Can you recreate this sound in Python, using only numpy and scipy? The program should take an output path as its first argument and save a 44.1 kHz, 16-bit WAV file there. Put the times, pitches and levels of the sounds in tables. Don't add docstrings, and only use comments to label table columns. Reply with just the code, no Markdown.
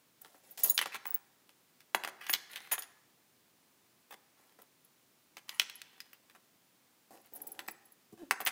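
import sys
import numpy as np
from scipy import signal
from scipy.fft import rfft, irfft
from scipy.io import wavfile
from scipy.ndimage import uniform_filter1d

SR = 44100
rng = np.random.default_rng(int(sys.argv[2]) if len(sys.argv) > 2 else 0)


def wav_record(signal):
    frames = np.transpose(np.atleast_2d(signal))
    bounded = np.clip(frames, -1, 1)
    quanta = np.round(bounded * 32767).astype(np.int16)
    wavfile.write(sys.argv[1], SR, quanta)


N = 375599

# t/s, level/dB, centre of the ring/Hz, place along the wall/0-1,
# first bounce compared with the knock/dB
KNOCKS = [(0.2469, -49.5, 1470, .94, -7), (0.3449, -56, 990, .03, -7), (0.5776, -46.5, 3200, .06, -8.5),
          (0.6455, -38.5, 2360, .94, -9.5), (0.7775, -20.5, 3000, .94, -15), (0.7901, -23, 2800, .1, -19),
          (0.8132, -28, 1800, .73, -7), (0.8581, -33, 1480, .06, -10.5), (0.9444, -37, 1760, .79, -1.5),
          (1.0547, -37, 1530, .97, -14), (1.4919, -55.5, 2030, .94, -12), (1.8051, -56, 3300, .03, -11),
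          (1.9471, -18.5, 1410, .21, -25.5), (2.0363, -33.5, 1840, .3, -12), (2.0478, -30, 1530, .12, -21),
          (2.0748, -34.5, 1550, .03, -6.5), (2.2664, -41, 2600, .06, -12), (2.2956, -27, 1880, .12, -23),
          (2.3299, -36, 3050, .06, -8), (2.3364, -22.5, 3170, .06, -10.5), (2.5325, -45.5, 2670, .91, -28),
          (2.5587, -36.5, 2780, .91, -6.5), (2.7164, -33.5, 1580, .61, -5.5),
          (2.7803, -36, 2060, .03, -12.5), (2.822, -44.5, 2980, .94, -7), (4.1247, -48, 1380, .95, -6.5),
          (4.5885, -57, 943, .03, -3), (4.619, -59, 1210, .94, -12), (5.3687, -43.5, 1970, .06, -7.5),
          (5.4923, -35, 3310, .06, -19), (5.5965, -17.5, 3020, .91, -25), (5.6165, -35, 2760, .58, -10),
          (5.6974, -42, 3380, .03, -17), (5.8167, -41.5, 3700, .12, -38), (6.0033, -42.5, 3590, .12, -15),
          (6.1308, -52, 2230, .82, -12), (6.2978, -56.5, 1770, .7, -7.5), (6.3493, -56, 1420, .03, -3),
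          (7.5915, -36, 1900, .06, -14.5), (7.684, -33.5, 1210, .88, -16), (8.3098, -18, 1680, .12, -17),
          (8.4031, -36.5, 1080, .45, -3), (8.4634, -27, 2570, .39, -3.5), (8.4706, -26, 2240, .03, -7.5)]
# t/s, length/s, level/dB, centre/Hz,
# hiss compared with that level/dB, metal part that is shaken
SLIDES = [(0.212, 0.22, -72.5, 870, 1, "painted"), (0.435, 0.22, -70.5, 710, 0, "willow"),
          (.574, .1, -56.5, 985, 5, "willow"), (0.634, 0.098, -51, 780, 5, "willow"),
          (0.919, 0.05, -49.5, 2000, -12, "ring"), (1.05, .14, -57.5, 1243, -9, "ring"),
          (2.208, 0.16, -52.5, 2404, -10, "round"), (2.497, 0.26, -56.5, 2630, -7.5, "round"),
          (2.713, 0.05, -41.5, 1700, -2.5, "round"), (2.783, .06, -61, 2000, -1, "round"),
          (4.106, 0.037, -53.5, 1203, -11, "willow"), (4.369, 0.18, -72.5, 1720, -6, "painted"),
          (5.48, .17, -59, 1770, -4.5, "round"), (5.746, 0.42, -70, 2330, -16, "swivel"),
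          (7.106, .11, -59.5, 480, -7, "painted"), (7.242, .052, -68, 1530, -7, "painted"),
          (7.322, 0.45, -62, 503, -9, "painted")]
# f/Hz, level/dB, t60/s (the time to fade by 60 dB)
WALL_MODES = [(588, -5.5, 0.024), (702.6, -12.5, 0.071), (788, 1.5, 0.029), (968, 1.5, 0.02),
              (1193, -5.5, 0.023), (1410, -2.5, 0.019), (1663, 1.5, 0.02), (1853, 0.5, 0.023),
              (2017, 1, 0.021), (2264, 3.5, 0.015), (2545, 4.5, 0.017), (2756, 3.5, 0.0095),
              (3065, 5, 0.015), (3415, 6.5, 0.012), (3984, 1, 0.02), (4340, -5.5, 0.028),
              (4850, 1.5, 0.016), (5460, -1, 0.018), (6210, 4, .01)]
# f/Hz, level/dB, t60/s
BASE_MODES = [(322, -6.5, .055), (393.5, -4, 0.036), (470, -2, 0.033), (600, -7, 0.0296),
              (695, -2.5, 0.016)]


def amp(db):
    return 10 ** (np.asarray(db) / 20)


def unit(x):
    return x / np.sqrt(np.mean(x ** 2) + 1e-20)


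def unit_peak(x):
    return x / np.sqrt(uniform_filter1d(x ** 2, 88, mode="constant").max() + 1e-20)


def curve_at(points, hz):
    f, value = np.transpose(points)
    return np.interp(np.log(hz + 1), np.log(f + 1), value)


def band(x, lo_hz, hi_hz, order=2):
    return signal.sosfilt(signal.butter(order, [lo_hz, hi_hz], "band", fs=SR, output="sos"), x)


def add(mix, s, sound):
    part = mix[round(s * SR):][:len(sound)]
    part += sound[:len(part)]


def moments(s, length, per_s):
    count = round(length * per_s)
    return s + length * (np.arange(count) + rng.random(count)) / max(count, 1)


def contacts(t, per_s, spread_db):
    size = amp(spread_db * np.minimum(rng.exponential(1, len(t)), 3)) * rng.choice([-1, 1], len(t))
    return size * (rng.random(len(t)) < per_s / SR)


def ring(modes, t, detune, uneven_db):
    hz, db, t60 = np.transpose(modes)[:, :, None]
    pitch, strength, side = rng.standard_normal((3, len(hz), 1))
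    swing = np.sign(side) * np.sin(2 * np.pi * hz * (1 + detune * pitch) * t)
    return (amp(db + uneven_db * strength - 60 * t / t60) * swing).sum(0)


def falloff_db(hz, centre_hz, octaves):
    return -3 * (np.log2(hz / centre_hz) / octaves) ** 2


def background(noise_db=-69.5, whine_db=-83.5, whine_hz=15020):
    # f/Hz, level/dB
    colour = [(15, -60.5), (25, -26.5), (49, -26), (126, -4.5), (276, -2.5), (361, -4.5), (449, -7.5),
              (572, -8.5), (1060, -9.5), (1590, -11.5), (2150, -11.5), (2460, -12), (12700, -16.5),
              (14600, -13.5), (15800, -18.5)]
    gain = amp(curve_at(colour, np.fft.rfftfreq(N, 1 / SR)))
    noise = unit(irfft(rfft(rng.standard_normal(N)) * gain, N))
    whine = unit(np.sin(2 * np.pi * whine_hz * np.arange(N) / SR))
    return amp(noise_db) * noise + amp(whine_db) * whine


def room(x, echo_db=-18.13, near_t60=0.14, build_s=0.013):
    # f/Hz, level/dB
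    colour = [(100, -7.5), (300, 0.5), (700, -4), (1700, -1.5), (3000, -10.5), (6000, -3.5), (10000, -5),
              (16000, -13)]
    # f/Hz, t60/s
    fade_times = [(150, 0.95), (700, 0.8), (2000, 0.76), (4000, 0.83), (8000, 0.49), (16000, .25)]
    t = np.arange(SR) / SR
    near = contacts(t, per_s=2100, spread_db=-2) * amp(-60 * t / near_t60) * (t > .003)
    near = band(near, 150, 9000, order=3)
    hz, age, spectrum = signal.stft(rng.standard_normal(SR), SR, nperseg=256)
    fade = amp(curve_at(colour, hz)[:, None] - 60 * age / curve_at(fade_times, hz)[:, None])
    far = signal.istft(spectrum * fade, SR, nperseg=256)[1][:SR]
    far *= np.minimum(t / build_s, 1)
    echo = near / np.linalg.norm(near) + far / np.linalg.norm(far)
    return signal.fftconvolve(x, amp(echo_db) * echo)[:N]


def creak(roughness=0.16):
    # t/s, pitch/Hz, level/dB
    course = [(8.17, 308, -73), (8.194, 345.5, -59), (8.217, 360, -48), (8.237, 291, -46.5),
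              (8.255, 265, -68), (8.29, 239, -74)]
    s, hz, db = np.transpose(course)
    out, t = np.zeros(N), np.arange(s[0], s[-1], 1 / SR)
    phase = 2 * np.pi * np.cumsum(np.interp(t, s, hz)) / SR
    slips = np.sin(phase) + amp(-14) * np.sin(2 * phase) + amp(-26) * np.sin(3 * phase)
    grip = 1 + roughness * unit(band(rng.standard_normal(len(t)), 30, 240, order=3))
    add(out, s[0], amp(np.interp(t, s, db)) * unit(slips * grip))
    return out


def skids(length_s=0.029, below_bounce_db=7.5, hiss_db=-7):
    return [(s, length_s, db + bounce_db - below_bounce_db, centre_hz, hiss_db)
            for s, db, centre_hz, _, bounce_db in KNOCKS]


def scrapes(rise_s=0.0016):
    # t/s, length/s, level/dB, centre/Hz, hiss compared with that level/dB
    shifts = [(8.123, 0.028, -55.5, 203, -15), (8.174, .11, -65, 1270, -9)]
    out = np.zeros(N)
    for s, length, db, centre_hz, hiss_db, *_ in SLIDES + shifts + skids():
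        t = np.arange(round(length * SR)) / SR
        stroke = np.minimum(t / rise_s, 1) * np.sqrt(1 - t / length)
        catches = np.pad(contacts(t, per_s=2800, spread_db=4) * stroke, (0, 512))
        modes = [(hz, level + falloff_db(hz, centre_hz, octaves=1), t60)
                 for hz, level, t60 in BASE_MODES + WALL_MODES]
        body = ring(modes, np.arange(1536) / SR, detune=0.031, uneven_db=2.5)
        shake = unit(signal.fftconvolve(catches, body)[:len(catches)])
        rub = unit(band(catches, centre_hz * 0.47, centre_hz * 1.41))
        hiss = unit(band(catches, 3200, 16000, order=1))
        add(out, s, amp(db) * (0.61 * shake + amp(-5) * rub + amp(hiss_db) * hiss))
    return band(out, 87, 18000)


def jingles(above_hiss_db=5, spread_db=6, chatter_s=.004):
    return [(at, db + hiss_db + above_hiss_db + spread_db * rng.standard_normal(), part, chatter_s)
            for s, length, db, _, hiss_db, part in SLIDES
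            for at in moments(s, length, per_s=17)]


def clinks(tick_db=-12, settle_s=0.026, rise_s=0.0013):
    metal_modes = { "willow": [(6560, -19, .15), (6960, -11, .07), (9250, -17, .2), (10430, -6, .11),
                   (10620, -12, .04), (11220, -11, .1), (11890, -12, .14), (12290, -14, .2),
                   (12700, -11, .06), (14455, 0, .15), (14600, -4, .06), (14730, -6, .08), (14960, -5, .09),
                   (15250, -8, .04), (15700, -10, .09)], "round": [(6550, -7, .04), (6750, -8, .04),
                   (6970, -13, .08), (9250, -8, .025), (9460, -4, .025), (10435, 0, .18), (11890, -4, .15),
                   (12280, -9, .06), (14490, -2, .1), (14900, -5, .04), (15350, -7, .05)],
                   "painted": [(7850, -20, .03), (9300, -11, .035), (11120, -5, .03), (11230, -2, .05),
                   (11750, -7, .025), (12290, -6, .03), (12690, -11, .03), (14700, -2, .02),
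                   (14930, 0, .035), (15350, -7, .015), (15720, -7, .03)], "arm": [(7780, -3, .3),
                   (9500, -7, .025), (11235, -4, .13), (12300, -9, .02), (14400, -3, .015), (14860, 0, .05),
                   (15500, -5, .02)], "hook": [(3960, 0, .075), (4060, -9, .04), (6970, -7, .07)],
                   "swivel": [(4830, -1, .025), (5050, 0, .025), (11400, -15, .03), (15500, -11, .02)],
                   "ring": [(7550, -25, .06), (9300, -28, .04), (12650, -25, .05), (15300, -11, .015),
                   (15670, 0, .06)]}
    # t/s, level/dB, part, chatter time/s
    strikes = [(0.216, -45, "painted", 0.0036), (0.509, -47, "willow", 0.0027),
               (.577, -48.5, "round", .018), (.634, -19, "willow", 0.0025), (.657, -30, "painted", .004),
               (0.694, -33.5, "hook", 0.0016), (.696, -19, "willow", .007), (0.744, -36, "willow", 0.024),
               (.813, -31, "painted", .002), (1.065, -32, "ring", 0.0079), (1.105, -30, "ring", 0.0033),
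               (1.1425, -23.5, "ring", 0.0029), (1.947, -35, "round", .001), (2.047, -60, "round", .005),
               (2.286, -43, "round", .006), (2.297, -29.5, "round", 0.013), (2.329, -27, "round", 0.0078),
               (2.554, -52, "painted", 0.013), (2.718, -25.5, "round", 0.0084),
               (2.737, -36, "painted", .009), (2.787, -37.5, "round", 0.0064),
               (2.821, -43, "round", 0.0036), (4.109, -54, "ring", 0.0053), (4.617, -51, "painted", 0.0036),
               (4.847, -55, "painted", .001), (5.369, -48.5, "swivel", 0.0033),
               (5.754, -45, "painted", .002), (6.004, -41, "swivel", 0.00095),
               (6.131, -53, "painted", .003), (7.336, -37.5, "painted", 0.0013),
               (7.351, -43.5, "painted", 0.022), (7.417, -34.5, "painted", 0.0017),
               (7.468, -39, "painted", 0.015), (7.518, -35.5, "painted", 0.0026), (7.591, -46, "arm", .001),
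               (7.678, -38.5, "arm", 0.0019), (7.71, -42, "painted", 0.0034), (7.853, -57, "arm", 0.0036),
               (7.920, -51.5, "painted", 0.00058), (8.309, -32, "arm", .001), (8.404, -40, "round", .005),
               (8.450, -29.5, "painted", .0024), (8.469, -26.5, "arm", .004)]
    out, t = np.zeros(N), np.arange(8192) / SR
    for s, db, part, chatter_s in strikes + jingles():
        bounces = 0.23 * contacts(t, per_s=1300, spread_db=6.5) * np.exp(-t / chatter_s)
        bounces[0] = 1
        metal = ring(metal_modes[part], t, detune=0.00064, uneven_db=6)
        tone = signal.fftconvolve(bounces, metal)[:len(t)]
        tone *= np.exp(-(t / settle_s) ** 2)
        tick = amp(tick_db) * unit_peak(band(bounces, 5400, 18000))
        add(out, s, amp(db) * (unit_peak(tone) + tick) * (1 - np.exp(-t / rise_s)))
    return out


def bouncing_blows(first_gap_s=.011, gap_shrink=.62, loss_db=9.5):
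    hits = []
    for s, db, centre_hz, place, bounce_db in KNOCKS:
        hits.append((s, db, centre_hz, place))
        for k in range(2):
            s += first_gap_s * gap_shrink ** k
            hits.append((s, db + bounce_db - k * loss_db, centre_hz, place))
    return hits


def taps(above_slide_db=1.5, spread_db=3.5, centre_hz=1600):
    return [(at, db + above_slide_db + spread_db * rng.standard_normal(), centre_hz, rng.random())
            for s, length, db, *_ in SLIDES
            for at in moments(s, length, per_s=20)]


def wall_ring(centre_hz, place, t):
    hz, db, t60 = np.transpose(WALL_MODES)[:, :, None]
    shape = np.cos(np.pi * np.arange(len(hz))[:, None] * place)
    swing = np.sin(2 * np.pi * hz * t * (1 + 0.01 * rng.standard_normal(hz.shape)))
    fade = amp(db + falloff_db(hz, centre_hz, octaves=1.3) - 60 * t / t60)
    tones = unit((shape * fade * swing).sum(0))
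    burst = rng.standard_normal(len(t)) * np.exp(-t / 0.0023)
    blur = unit(band(burst, centre_hz * 0.64, centre_hz * 1.45))
    return band(tones + 0.63 * blur, centre_hz * 0.39, 9200, order=4)


def knocks(contact_s=.0004, usual_db=-40, usual_hz=1980):
    out, t = np.zeros(N), np.arange(2048) / SR
    press = 1 - np.exp(-(t / contact_s) ** 2)
    for s, db, centre_hz, place in bouncing_blows() + taps():
        thud_noise, snap_noise = rng.standard_normal((2, len(t)))
        base = unit(ring(BASE_MODES, t, detune=0.052, uneven_db=3))
        rumble = unit(band(thud_noise * np.exp(-t / 0.0089), 180, 640))
        thud = unit_peak(band(press * (base + 0.67 * rumble), 140, 1200, order=3))
        snap_fade = np.exp(-t / 0.0025) + 0.13 * np.exp(-t / 0.0038)
        snap = unit_peak(band(press * snap_noise * snap_fade, 4800, 16000))
        wall = unit_peak(press * wall_ring(centre_hz, place, t))
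        stiffer, harder = np.log2(centre_hz / usual_hz), db - usual_db
        thud_db = -19 - 10.5 * stiffer - 0.2438 * harder
        snap_db = -8 + 3.5 * stiffer - 0.1717 * harder
        add(out, s, amp(db) * (wall + amp(thud_db) * thud + amp(snap_db) * snap))
    return out


def scene():
    direct = knocks() + clinks() + scrapes() + creak()
    return (direct + room(direct) + background())[None]


def record(dry):
    low_pass = signal.firwin(401, 15900, window=("kaiser", 8), fs=SR)
    return signal.oaconvolve(dry, low_pass[None], "same")


dry = scene()
out = record(dry)
wav_record(out)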